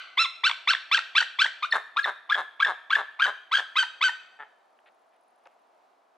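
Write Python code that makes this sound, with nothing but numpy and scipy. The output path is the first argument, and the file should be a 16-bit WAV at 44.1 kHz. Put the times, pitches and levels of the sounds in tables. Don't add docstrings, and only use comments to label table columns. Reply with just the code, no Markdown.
import sys
import numpy as np
from scipy import signal
from scipy.fft import rfft, irfft, next_fast_len
from scipy.io import wavfile
from scipy.ndimage import uniform_filter1d, map_coordinates

SR = 44100
rng = np.random.default_rng(int(sys.argv[2]) if len(sys.argv) > 2 else 0)


def transcribe(u):
    v = np.clip(np.atleast_2d(u).T, -1, 1)
    q = np.round(v * 32767).astype(np.int16)
    wavfile.write(sys.argv[1], SR, q)


def volts(x):
    e = np.asarray(x, float) / 20
    return 10 ** e


N = 272083
LEAD = SR // 4
TOP_HZ = 15760

# frequency_hz, density_db (per Hz)
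HUM_SPECTRUM = [(15, -67.5), (25, -46), (179, -33.5), (216, -21), (267, -20), (369, -14), (553, -11),
                (668, -1.5), (1350, -12.5), (1860, -21), (4060, -30), (15600, -48)]
# frequency_hz, correlation
HUM_LIKENESS = [(60, 0.91), (240, 1), (950, 0.21), (3770, 0.86), (15000, 0.27)]
HUM_DB = -63.5
# time_s, level_db
CRICKET_LEVEL = [
    (4.2, -95),
    (5.488, -89),
    (6.17, -107),
]
# start_s, length_s, level_db, grain_hz
RUSTLES = [(4.789, 0.0018, -56, 2090), (4.858, 0.031, -58.5, 2346), (4.862, 0.047, -67, 1124),
           (5.121, 0.051, -72.5, 2490), (5.456, 0.018, -58.5, 1900), (5.457, 0.018, -54.5, 796),
           (5.4714, .0005, -47, 2584), (5.4717, 0.00042, -54, 5200), (5.455, 0.0033, -58, 3220),
           (5.473, 0.062, -73, 2030)]
# frequency_hz, t60_s
WOOD_DECAY = [(300, 0.29), (800, 0.18), (2000, 0.58), (5500, 0.38), (12000, 0.5)]
# frequency_hz, left_over_right_db
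PORT_BALANCE = [(300, -2.5), (1400, 3), (2800, -1.5), (5000, -2), (10000, -0.5)]
# frequency_hz, left_lead_rad
PORT_PHASE = [(1000, 0.11), (4000, 0.6), (9000, 1.2), (15000, 2.34)]

# centre_hz, width_hz, level_db
OPEN_THROAT = [(860, 705, 3), (1239, 910, 7), (1660, 420, 6), (2415, 330, -28), (3734, 360, 1.5)]
# centre_hz, width_hz, level_db
SHUT_THROAT = [(830, 220, -1.5), (1390, 196, 1.5), (1794, 170, 4.5), (3450, 390, -9.5)]
# first_s, last_s, level_db
CROAK_RUNS = [(0.506, .5076, -18.5), (0.7385, 0.745, -18.5), (0.984, 0.99, -15), (1.2153, 1.2254, -15.5),
              (1.7358, 1.7422, -5.5), (1.754, 1.7675, -4), (2.0575, 2.063, -7), (2.0736, 2.0983, -8),
              (2.355, 2.365, -10.5), (2.3766, 2.4082, -8), (2.662, 2.668, -10), (2.6798, 2.7111, -8),
              (2.9655, 2.97, -8.5), (2.9841, 3.0083, -9.5), (3.2577, 3.263, -8.5), (3.2758, 3.2946, -8.5),
              (3.5844, 3.595, -12)]
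RUN_COUNTS = [1, 1, 1, 2, 2, 4, 2, 6, 2, 7, 2, 7, 2, 6, 2, 5, 2]
# time_s, level_db
LATE_CLICKS = [(1.459, -11), (1.747, -12), (1.775, -16.5), (1.7807, -12), (2.068, -14.5), (2.107, -15),
               (2.37, -19), (2.4161, -12.5), (2.6752, -17), (2.7192, -12), (2.9773, -14.5), (3.0144, -11.5),
               (3.2681, -15), (3.3018, -13.5), (3.5939, -21.5), (3.6033, -12)]
# time_s, level_db, rebound_db
DOUBLE_SLAPS = [(4.3898, -12, -1), (4.3966, -8, 3), (4.4034, 0.5, -5.5), (4.4103, -2.5, -9),
                (4.4173, -4, -11), (4.4243, -2.5, -4), (4.4315, -4, -1), (4.4393, -20, -4)]
RUN_FADE_DB = 3.5
BOUNCE_S, BOUNCE_DB, BOUNCE_HZ, BOUNCE_WIDTH_HZ = .0024, -3, 1720, 300
REBOUND_S = 0.00224

# frequency_hz, beak_level_db, beak_skyward_db
BEAK_RADIATION = [(1900, 9.5, -1), (2420, -4, -2), (2878, -11.5, -9.5), (3350, 5.5, -2), (4097, -13, -6),
                  (4350, -7.5, -18), (5050, -21, -27.5), (5420, -13.5, -20.5), (6770, -25.5, -32),
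                  (7540, -20, -32.5), (8860, -32.5, -44), (12000, -57.5, -42.5), (15500, -64, -53.5)]
# frequency_hz, density_db (per Hz)
BREATH_SPECTRUM = [(300, -36), (800, -14.5), (1500, -1.5), (3300, -1), (5000, -16.5), (8000, -31),
                   (11000, -52), (15500, -46)]
# time_s, pitch_hz, fundamental_db, overtones_db
EARLIER_YELP = [(-.17, 1000, -63, -29), (-.16, 1032, -17, -13.5), (-.13, 1528, -12.5, -18),
                (-.08, 1582, -28.5, -38.5), (-.07, 1460, -62, -48)]
# time_s, pitch_hz, fundamental_db, overtones_db
SQUEAK = [
    (1.705, 5285, -62, -61.5),
    (1.711, 5320, -47.5, -60),
    (1.7136, 4425, -32, -67),
    (1.722, 3950, -37.5, -63),
]
# time_s, pitch_hz, fundamental_db, overtones_db
SLIP = [
    (2.03, 4390, -45.5, -67),
    (2.034, 4320, -34.5, -67.5),
    (2.041, 3796, -42.5, -67.5),
]
# time_s, pitch_hz, fundamental_db, overtones_db
SNAP = [
    (1.7205, 1825, -41.5, -45),
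    (1.725, 1820, -12, -21.5),
    (1.73, 1798, -16, -26.5),
    (1.737, 1720, -26.5, -37),
]
# time_s, pitch_hz, fundamental_rms_db, overtones_rms_db
ARCH = [(0.171, 1063, -58, -37.5), (0.177, 1024, -26.5, -23), (0.189, 1201, -32, -20.5),
        (0.201, 1322, -25, -21), (0.211, 1360, -24.5, -23), (0.229, 1345, -24.5, -22.5),
        (0.237, 1330, -37.5, -24), (0.257, 1065, -31, -29.5), (0.268, 970, -51.5, -41.5)]
# time_s, pitch_hz, fundamental_rms_db, overtones_rms_db
BROKEN = [(1.623, 1091, -41, -42), (1.628, 1011, -28.5, -31), (1.631, 1251, -26.5, -26.5),
          (1.645, 1188, -26.5, -33), (1.653, 1515, -28.5, -46), (1.664, 1456, -42, -39.5)]
# time_s, pitch_hz, fundamental_rms_db, overtones_rms_db
SINKING = [
    [(3.512, 930, -47, -43), (3.519, 1067, -25.5, -26), (3.524, 1137, -32, -28), (3.529, 1282, -27, -23.5),
     (3.537, 1304, -20, -38), (3.54, 1575, -21, -28), (3.546, 1571, -23.5, -27), (3.555, 1620, -15.5, -21),
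     (3.561, 1536, -30.5, -28)],
    [(3.755, 995, -35.5, -33), (3.763, 1065, -29, -24.5), (3.771, 1278, -25, -22),
     (3.781, 1269, -26.5, -24), (3.785, 1554, -18, -28.5), (3.793, 1587, -23, -19),
     (3.803, 1532, -23.5, -26), (3.819, 1531, -25, -32), (3.826, 1430, -36, -45.5)],
    [(4.008, 897, -44.5, -44), (4.015, 1077, -26, -21.5), (4.021, 1126, -33.5, -26.5),
     (4.029, 1273, -24, -19.5), (4.037, 1288, -24.5, -30.5), (4.041, 1556, -20, -25.5),
     (4.052, 1549, -22.5, -25.5), (4.074, 1507, -20, -29), (4.08, 1470, -26.5, -39.5)],
]
# first_s, last_s, from_hz, to_hz, level_db
GLIDES = [(0.437, 0.468, 1028, 1424, -25.5), (0.675, 0.706, 1067, 1438, -25),
          (0.915, 0.944, 1088, 1411, -25), (1.153, 1.1799, 1094, 1414, -25),
          (1.389, 1.418, 1087, 1423, -26)]
# peak_s, end_s, pitch_hz, fundamental_db, overtones_db
LOCKS = [(0.47, 0.487, 1594, -11.5, -14.5), (0.708, 0.723, 1608, -12.5, -14.5),
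         (0.948, 0.965, 1640, -11.5, -14.5), (1.182, 1.198, 1649, -9.5, -11), (1.419, 1.436, 1616, -9, -13)]
# first_s, length_s, pitch_hz, fundamental_db, overtones_db
STEPS = [(1.9694, 0.0066, 1252, -19, -24), (1.9769, 0.003, 1353, -16.5, -25.5),
         (1.98, 0.0078, 1382, -20.5, -41.5), (2.299, 0.0067, 1197, -23, -24),
         (2.309, 0.0044, 1360, -19, -27.5), (2.315, 0.0049, 1390, -19, -40.5),
         (2.602, .008, 1157, -23.5, -23), (2.609, 0.0079, 1322, -20.5, -32),
         (2.618, 0.0056, 1337, -23.5, -37.5), (2.905, 0.0089, 1152, -25.5, -22),
         (2.913, 0.0066, 1372, -20.5, -32), (2.922, 0.0037, 1445, -23.5, -36.5),
         (3.198, 0.006, 1227, -23.5, -22), (3.206, 0.007, 1393, -18.5, -31.5),
         (3.214, 0.0049, 1433, -22, -37)]
# peak_s, end_s, pitch_hz, fundamental_db, overtones_db
SKY_LOCKS = [(1.995, 2.004, 1666, -14, -31), (2.327, 2.334, 1689, -13, -28.5),
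             (2.63, 2.639, 1620, -11.5, -29.5), (2.934, 2.947, 1604, -12, -28),
             (2.957, 2.964, 1723, -12, -26), (3.227, 3.238, 1607, -11.5, -22.5)]
# peak_s, pitch_hz, fundamental_db, overtones_db
SWELLS = [(0.489, 1434, -24.5, -33.5), (0.497, 1105, -29.5, -17.5), (0.501, 929, -30, -23.5),
          (0.723, 1353, -23.5, -30.5), (0.736, 1130, -24.5, -17), (0.97, 1398, -23.5, -30),
          (0.975, 1259, -35, -18), (0.981, 937, -31.5, -23.5), (1.2067, 1510, -16.5, -24),
          (1.2107, 1493, -19, -23), (1.217, 925, -29, -24), (1.446, 1648, -14.5, -17),
          (1.457, 898, -28.5, -23.5), (3.565, 1520, -21.5, -29.5), (3.5735, 1649, -16, -21.5),
          (3.58, 1613, -24, -28), (3.589, 1587, -22.5, -32), (3.597, 1750, -18.5, -25.5),
          (3.828, 1506, -19, -26.5), (3.8335, 922, -26.5, -25.5), (3.8375, 934, -26, -26.5),
          (4.082, 1513, -20, -28), (4.088, 951, -29.5, -29.5), (4.0948, 917, -28, -21.5)]
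# peak_s, pitch_hz, fundamental_db, overtones_db
SKY_SWELLS = [(2.0443, 1870, -17, -23.5), (2.0512, 1742, -17.5, -27.5), (2.346, 1652, -14, -23),
              (2.352, 1720, -18, -25), (2.6495, 1765, -12.5, -21), (2.656, 1670, -14, -33),
              (2.945, 1585, -20.5, -30.5), (2.925, 1605, -21, -28.5), (2.953, 1720, -18.5, -28),
              (3.2363, 1544, -15, -31), (3.242, 1565, -15.5, -18.5), (3.249, 1566, -13.5, -22),
              (3.255, 1547, -15, -22.5), (1.7457, 2120, -33, -34.5), (1.748, 1840, -21.5, -31.5),
              (2.3388, 1480, -29, -37), (2.643, 1630, -22.5, -36.5), (2.669, 1640, -20.5, -36.5),
              (2.673, 1782, -25, -30), (3.266, 1900, -25, -29), (3.2693, 1720, -18, -30)]
# peak_s, pitch_hz, fundamental_db, overtones_db
BARKS = [(.5145, 1137, -21.5, -14), (0.7512, 1726, -14, -22), (0.9918, 1473, -16.5, -26),
         (1.2206, 1575, -25.5, -29.5), (1.2266, 1504, -17.5, -26), (1.23, 1850, -17, -30.5),
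         (1.465, 1877, -15, -28.5)]

SKYWARD_S = (1.6, 3.4)
PEAK_OVER_RMS_DB = 2.5
SCOOP_HZ, ONSET_S, ONSET_DB = 130.2, 0.0039, -32
OVER_OUT_DB = (5, 7.5, 4)
MODE_HZ, MODE_S = (1164, 1294), (.0045, .0105, 0.01448)
CHOKE_S, GLIDE_GAINS_DB = .003, 4.5
SETTLE_S, SKY_SETTLE_S = .003, .0055
SETTLE_DB, SETTLE_HZ, HOLD_OVER_DB = -6.5, 85, (-11.5, -7)
RELEASE_S, RELEASE_DB, RELEASE_HZ = 0.0091, -25.5, 302.6
SKY_RISE_S, SKY_RISE_DB, SKY_SAG = 0.008, -11, 0.21
STEP_SCOOP_HZ, STEP_ONSET_S, STEP_ONSET_DB = 265, .007, -10
FROM_ABOVE_HZ = 1500
STEP_FADE_DB, STEP_OVER_FADE_DB, CREEP_HZ_PER_S, LATE_OVER_DB = 3, 7.5, -6000, -9
SWELL_RISE_S, SWELL_FALL_S, SWELL_FOOT_DB = 0.0084, 0.0082, -21.5
SKY_SWELL_RISE_S, SKY_SWELL_FALL_S = 0.0036, 0.0069
LOOSE_HZ = (1000, 1350)
DROP_HZ_PER_S, SAG_HZ_PER_S = 45000, 48000
BARK_RISE_S, BARK_FALL_S, BARK_FOOT_DB = .0032, 0.0023, -16.5


def unit(x):
    return x / np.sqrt(np.mean(x ** 2) + 1e-20)


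def along(points, hz):
    f, v = np.transpose(points)
    return np.interp(np.log(hz + 1), np.log(f + 1), v)


def wobble(rate, size):
    knots = rng.standard_normal(int(size * rate / SR) + 4)
    return map_coordinates(knots, [np.arange(size) * rate / SR])


def filtered(x, response):
    m = next_fast_len(x.shape[-1] + 8192)
    spectrum = rfft(x, m) * response(np.fft.rfftfreq(m, 1 / SR))
    return irfft(spectrum, m)[..., :x.shape[-1]]


def noise(response, shape=N + LEAD):
    return unit(filtered(rng.standard_normal(shape), response))


def hum():
    turn = lambda hz: np.arccos(np.clip(along(HUM_LIKENESS, hz), -1, 1)) / 2
    colour = lambda hz: volts(along(HUM_SPECTRUM, hz)) * [np.cos(turn(hz)), np.sin(turn(hz))]
    mid, side = filtered(rng.standard_normal((2, N)), colour)
    drift_db = 0.76 * wobble(6.5, size=N)
    return volts(HUM_DB + drift_db) * unit(np.array([mid + side, mid - side]))


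def cricket():
    t = np.arange(N) / SR
    cycle_s = ((t - 4.631) / .0722 - np.maximum(t - 5.3, 0)) % 1 * .0722
    strokes = np.exp(-((cycle_s - .003) / 0.004) ** 2) + np.exp(-((cycle_s - .028) / 0.0042) ** 2)
    buzz = noise(lambda hz: np.exp(-((hz - 10200) / 800) ** 2), (2, N))
    level_db = np.interp(t, *np.transpose(CRICKET_LEVEL)) + 6.5 + 2 * wobble(5.1, size=N)
    return volts(level_db) * strokes * (buzz + 0.42 * buzz[0])


def shuffles():
    out, t = np.zeros(N), np.arange(300) / SR
    for start_s, length_s, level_db, grain_hz in RUSTLES:
        when, pitch, size = rng.random((3, 90))[:, :1 + int(length_s * 1600)]
        pitch_hz = (grain_hz * 2 ** (1.1 * pitch - .6))[:, None]
        envelope = np.sin(np.pi * np.minimum(pitch_hz * t / 3, 1)) ** 2
        grains = volts(level_db + 3.33 * size[:, None]) * envelope * np.sin(2 * np.pi * pitch_hz * t)
        grain_s = start_s + length_s * (np.arange(len(when)) + when) / len(when)
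        at = (grain_s * SR).astype(int)[:, None] + np.arange(len(t))
        out += np.bincount(at.ravel(), grains.ravel(), N)
    return out


def wood(x):
    hz, t, z = signal.stft(rng.standard_normal((2, SR)), SR, nperseg=256)
    reverberation = volts(-60 * t / along(WOOD_DECAY, hz)[:, None])
    early = volts(12 - 60 * t / .07) * (1 - np.exp(-t / 0.0066))
    late = volts(-13.0 - 60 * t / 1.1)
    common, apart = signal.istft(z * (reverberation + early + late), SR, nperseg=256)[1]
    tail = np.array([common + 0.45 * apart, common - 0.29 * apart]) / np.linalg.norm(common)
    delayed = np.pad(x, (500, 0))[None]
    return signal.fftconvolve(delayed, tail, axes=1)[:, :len(x)]


def resonator(f, centre_hz, width_hz):
    return 1j * f * width_hz / (centre_hz ** 2 - f * f + 1j * f * width_hz)


def throat(modes, f):
    return sum((-1) ** k * volts(db) * resonator(f, c, w) for k, (c, w, db) in enumerate(modes))


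def grunt():
    slaps = np.zeros(N + LEAD)
    s, db, rebound_db = np.transpose(DOUBLE_SLAPS)
    slaps[LEAD + np.round(s * SR).astype(int)] = volts(db)
    rebound_s = s + REBOUND_S + .00012 * rng.standard_normal(len(s))
    slaps[LEAD + np.round(rebound_s * SR).astype(int)] = volts(db + rebound_db)
    return filtered(slaps, lambda f: throat(SHUT_THROAT, f) * (3000 / (3000 + 1j * f)) ** 3)


def croaks():
    slaps, hiss = np.zeros(N + LEAD), np.zeros(N + LEAD)
    runs = [(*run, count) for run, count in zip(CROAK_RUNS, RUN_COUNTS)]
    runs += [(s, s, db, 1) for s, db in LATE_CLICKS]
    for first_s, last_s, level_db, count in runs:
        way = np.linspace(0, 1, count)
        chance = rng.standard_normal((count, 2))
        slowing = way - .05 * np.sin(np.pi * way) / 2
        click_s = first_s + (last_s - first_s) * slowing + 0.0001 * chance[:, 0]
        at = LEAD + np.round(click_s * SR).astype(int)
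        slaps[at] = -volts(level_db - RUN_FADE_DB * np.abs(way - .2) + 0.37 * chance[:, 1])
        hiss[at[0]:at[-1] + 200] = volts(level_db - 29)
    ring = lambda f: throat(OPEN_THROAT, f)
    thin = lambda f: (1j * f / (220 + 1j * f)) ** 3
    soft = lambda f: (3500 / (3500 + 1j * f)) ** 5
    delay = lambda f: np.exp(-2j * np.pi * f * BOUNCE_S)
    bounce = lambda f: volts(BOUNCE_DB) * delay(f) * resonator(f, BOUNCE_HZ, BOUNCE_WIDTH_HZ)
    air = noise(lambda f: ring(f) * thin(f) * soft(f))
    fizz = noise(lambda f: volts(-9 * np.log2((f + 1) / 6000) ** 2))
    flow = uniform_filter1d(hiss, size=300)
    clicks = filtered(volts(19.5) * slaps, lambda f: (ring(f) + bounce(f)) * thin(f) * soft(f))
    return clicks + flow * air + volts(15.5) * flow ** 2 * fizz


def glide(first, last, from_hz, to_hz, db):
    onset, bloom, top = OVER_OUT_DB
    (low_hz, high_hz), (reached, left, jumped) = MODE_HZ, MODE_S
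    top_db = db + GLIDE_GAINS_DB
    return [(first - ONSET_S, from_hz - SCOOP_HZ, db + ONSET_DB, db + ONSET_DB),
            (first, from_hz - SCOOP_HZ / 2, db - 0.5, db + onset),
            (first + reached, low_hz, db - 2.5, db + bloom),
            (first + left, low_hz + 25, db - 0.8, db + bloom),
            (first + jumped, high_hz, db + .2, db + bloom - .7),
            (last - CHOKE_S, to_hz - 15, top_db, db + top),
            (last, to_hz + 22, top_db, db + top)]


def lock(peak, end, hz, db, over_db, sag):
    early_db, late_db = HOLD_OVER_DB
    skyward = SKYWARD_S[0] < peak < SKYWARD_S[1]
    settle = min(peak + (SKY_SETTLE_S if skyward else SETTLE_S), end - 3e-4)
    close = min(max(end - RELEASE_S, settle + 1e-4), end - 1e-4)
    return [(peak, hz, db, over_db),
            (settle, hz - sag * SETTLE_HZ / 2, db + SETTLE_DB, over_db + early_db),
            (close, hz - sag * SETTLE_HZ, db + SETTLE_DB, over_db + late_db),
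            (end, hz - sag * RELEASE_HZ, db + RELEASE_DB, over_db + RELEASE_DB)]


def sky_lock(peak, end, hz, db, over_db):
    rise = (peak - SKY_RISE_S, hz - SETTLE_HZ, db + SKY_RISE_DB, over_db)
    return [rise] + lock(peak, end, hz, db, over_db, SKY_SAG)


def step(first, length, hz, db, over_db):
    scoop_hz = STEP_SCOOP_HZ if hz < FROM_ABOVE_HZ else -STEP_SCOOP_HZ
    near_hz = 30 if hz < FROM_ABOVE_HZ else -30
    return [(first - STEP_ONSET_S, hz - scoop_hz, db + STEP_ONSET_DB, over_db + STEP_ONSET_DB + LATE_OVER_DB),
            (first - .002, hz - scoop_hz * .6, db - 13.5, over_db - 11 + LATE_OVER_DB),
            (first, hz - near_hz, db, over_db),
            (first + 0.33 * length, hz, db - 1.5, over_db - 0.5),
            (first + length, hz + CREEP_HZ_PER_S * length, db - STEP_FADE_DB, over_db - STEP_OVER_FADE_DB)]


def swell(peak, hz, db, over_db, rise, fall, sag):
    loose = LOOSE_HZ[0] < hz < LOOSE_HZ[1]
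    hz_per_s = DROP_HZ_PER_S if loose else sag * SAG_HZ_PER_S * (hz > LOOSE_HZ[1])
    foot_db, over_foot_db = db + SWELL_FOOT_DB, over_db + SWELL_FOOT_DB
    return [(peak - rise, hz + loose * hz_per_s * rise, foot_db, over_foot_db),
            (peak, hz, db, over_db),
            (peak + fall, hz - hz_per_s * fall, foot_db, over_foot_db)]


def bark(peak, hz, db, over_db):
    foot_db, over_foot_db = db + BARK_FOOT_DB, over_db + BARK_FOOT_DB
    return [(peak - BARK_RISE_S, hz, foot_db, over_foot_db),
            (peak, hz, db, over_db),
            (peak + BARK_FALL_S, hz - 60, foot_db, over_foot_db)]


def gestures():
    peak_db = [0, 0, PEAK_OVER_RMS_DB, PEAK_OVER_RMS_DB]
    drawn = [np.add(rows, peak_db) for rows in [ARCH, BROKEN, *SINKING]]
    level = [glide(*up) + lock(*held, sag=1) for up, held in zip(GLIDES, LOCKS)]
    level += [swell(*row, SWELL_RISE_S, SWELL_FALL_S, sag=1) for row in SWELLS]
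    level += [bark(*row) for row in BARKS]
    sky = [sky_lock(*row) for row in SKY_LOCKS] + [step(*row) for row in STEPS]
    sky += [swell(*row, SKY_SWELL_RISE_S, SKY_SWELL_FALL_S, SKY_SAG) for row in SKY_SWELLS]
    return [EARLIER_YELP, SQUEAK, SLIP, SNAP, *drawn, *level, *sky]


def yelps():
    voice, drive = np.zeros(N + LEAD), np.zeros(N + LEAD)
    order = np.arange(2, 13)[:, None]
    beak_hz, level_db, skyward_db = np.transpose(BEAK_RADIATION)
    for rows in gestures():
        s, *cols = np.transpose(rows)
        t = np.arange(s[0], s[-1], 1 / SR)
        hz, first_db, over_db = (uniform_filter1d(np.interp(t, s, c), size=60) for c in cols)
        skyward = SKYWARD_S[0] < s[0] < SKYWARD_S[1] and rows is not SQUEAK
        rising = np.clip(np.gradient(hz) * SR / 6000, 0, 1)
        hz = hz - 18 * rising * np.sin(2 * np.pi * (hz - 1160) / 160)
        edge = np.clip(np.minimum(t - s[0], s[-1] - t) * 700, 0, 1)
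        jitter = (0.004 + 0.005 * skyward) * wobble(350, size=len(t))
        phase = 2 * np.pi * np.cumsum(hz * (1 + jitter)) / SR
        flutter_db = (3.6 + 2 * skyward) * np.tanh([wobble(220, size=len(t)) for _ in order])

        share_db = np.interp(order * hz, beak_hz, skyward_db if skyward else level_db)
        share_db = share_db - 12.0 * np.maximum(order - 3.1, 0) * (1 - hz / 1900)
        share_db = share_db - 3.5 * rising * (order > 4)
        shares = volts(share_db) * (order * hz < TOP_HZ)
        shares = volts(flutter_db) * shares / np.sqrt(np.sum(shares[:3] ** 2, axis=0) + 1e-9)
        start_phase = rng.uniform(0, 2 * np.pi, order.shape)
        overtones = np.sum(shares * np.sin(order * phase + start_phase), axis=0)

        at = round(s[0] * SR) + LEAD
        tremor_db = 1.3 * wobble(390, size=len(t))
        fundamental = volts(first_db + tremor_db) * np.sin(phase)
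        voice[at:][:len(t)] += edge * (fundamental + volts(over_db) * overtones)
        drive[at:][:len(t)] += edge * (volts(first_db - 2.0) + volts(over_db))
    air = noise(lambda hz: volts(along(BREATH_SPECTRUM, hz)))
    spray = noise(lambda hz: volts(-11 * np.log2((hz + 1) / 6300) ** 2 - 12 * (hz > 9700)))
    jet_edge = noise(lambda hz: np.exp(-((hz - 14300) / 2300) ** 2))
    breath = volts(-19) * drive * air
    pressure = np.roll(uniform_filter1d(drive, size=1400), shift=700, axis=0)
    leak = volts(-38 + 1.1 * wobble(38, size=N + LEAD)) * pressure * spray
    sizzle = volts(-53 + 6 * wobble(67, size=N + LEAD)) * drive * jet_edge
    puff = filtered(drive, lambda hz: (200j * hz / (200 + 1j * hz) ** 2) ** 0.56)
    return volts(0.44) * voice + volts(-38) * puff + sizzle + breath + leak


def scene():
    bird = yelps() + croaks() + grunt()
    half = [.5, -.5]
    balance = lambda hz: volts(np.outer(half, along(PORT_BALANCE, hz)))
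    lead = lambda hz: np.exp(1j * np.outer(half, along(PORT_PHASE, hz)))
    calls = filtered(bird, lambda hz: balance(hz) * lead(hz)) + volts(-10.5) * wood(bird)
    near = calls[:, LEAD:] + shuffles() * volts([[.5], [-.5]])
    low_cut = lambda hz: (1j * hz / (120 + 1j * hz)) ** 2
    return filtered(near, low_cut) + cricket() + hum()


def low_pass(x):
    return signal.sosfilt(signal.butter(12, 15745, fs=SR, output="sos"), x)


def record(dry):
    mix = filtered(dry, lambda hz: hz < TOP_HZ)
    return low_pass(mix)


dry = scene()
out = record(dry)
transcribe(out)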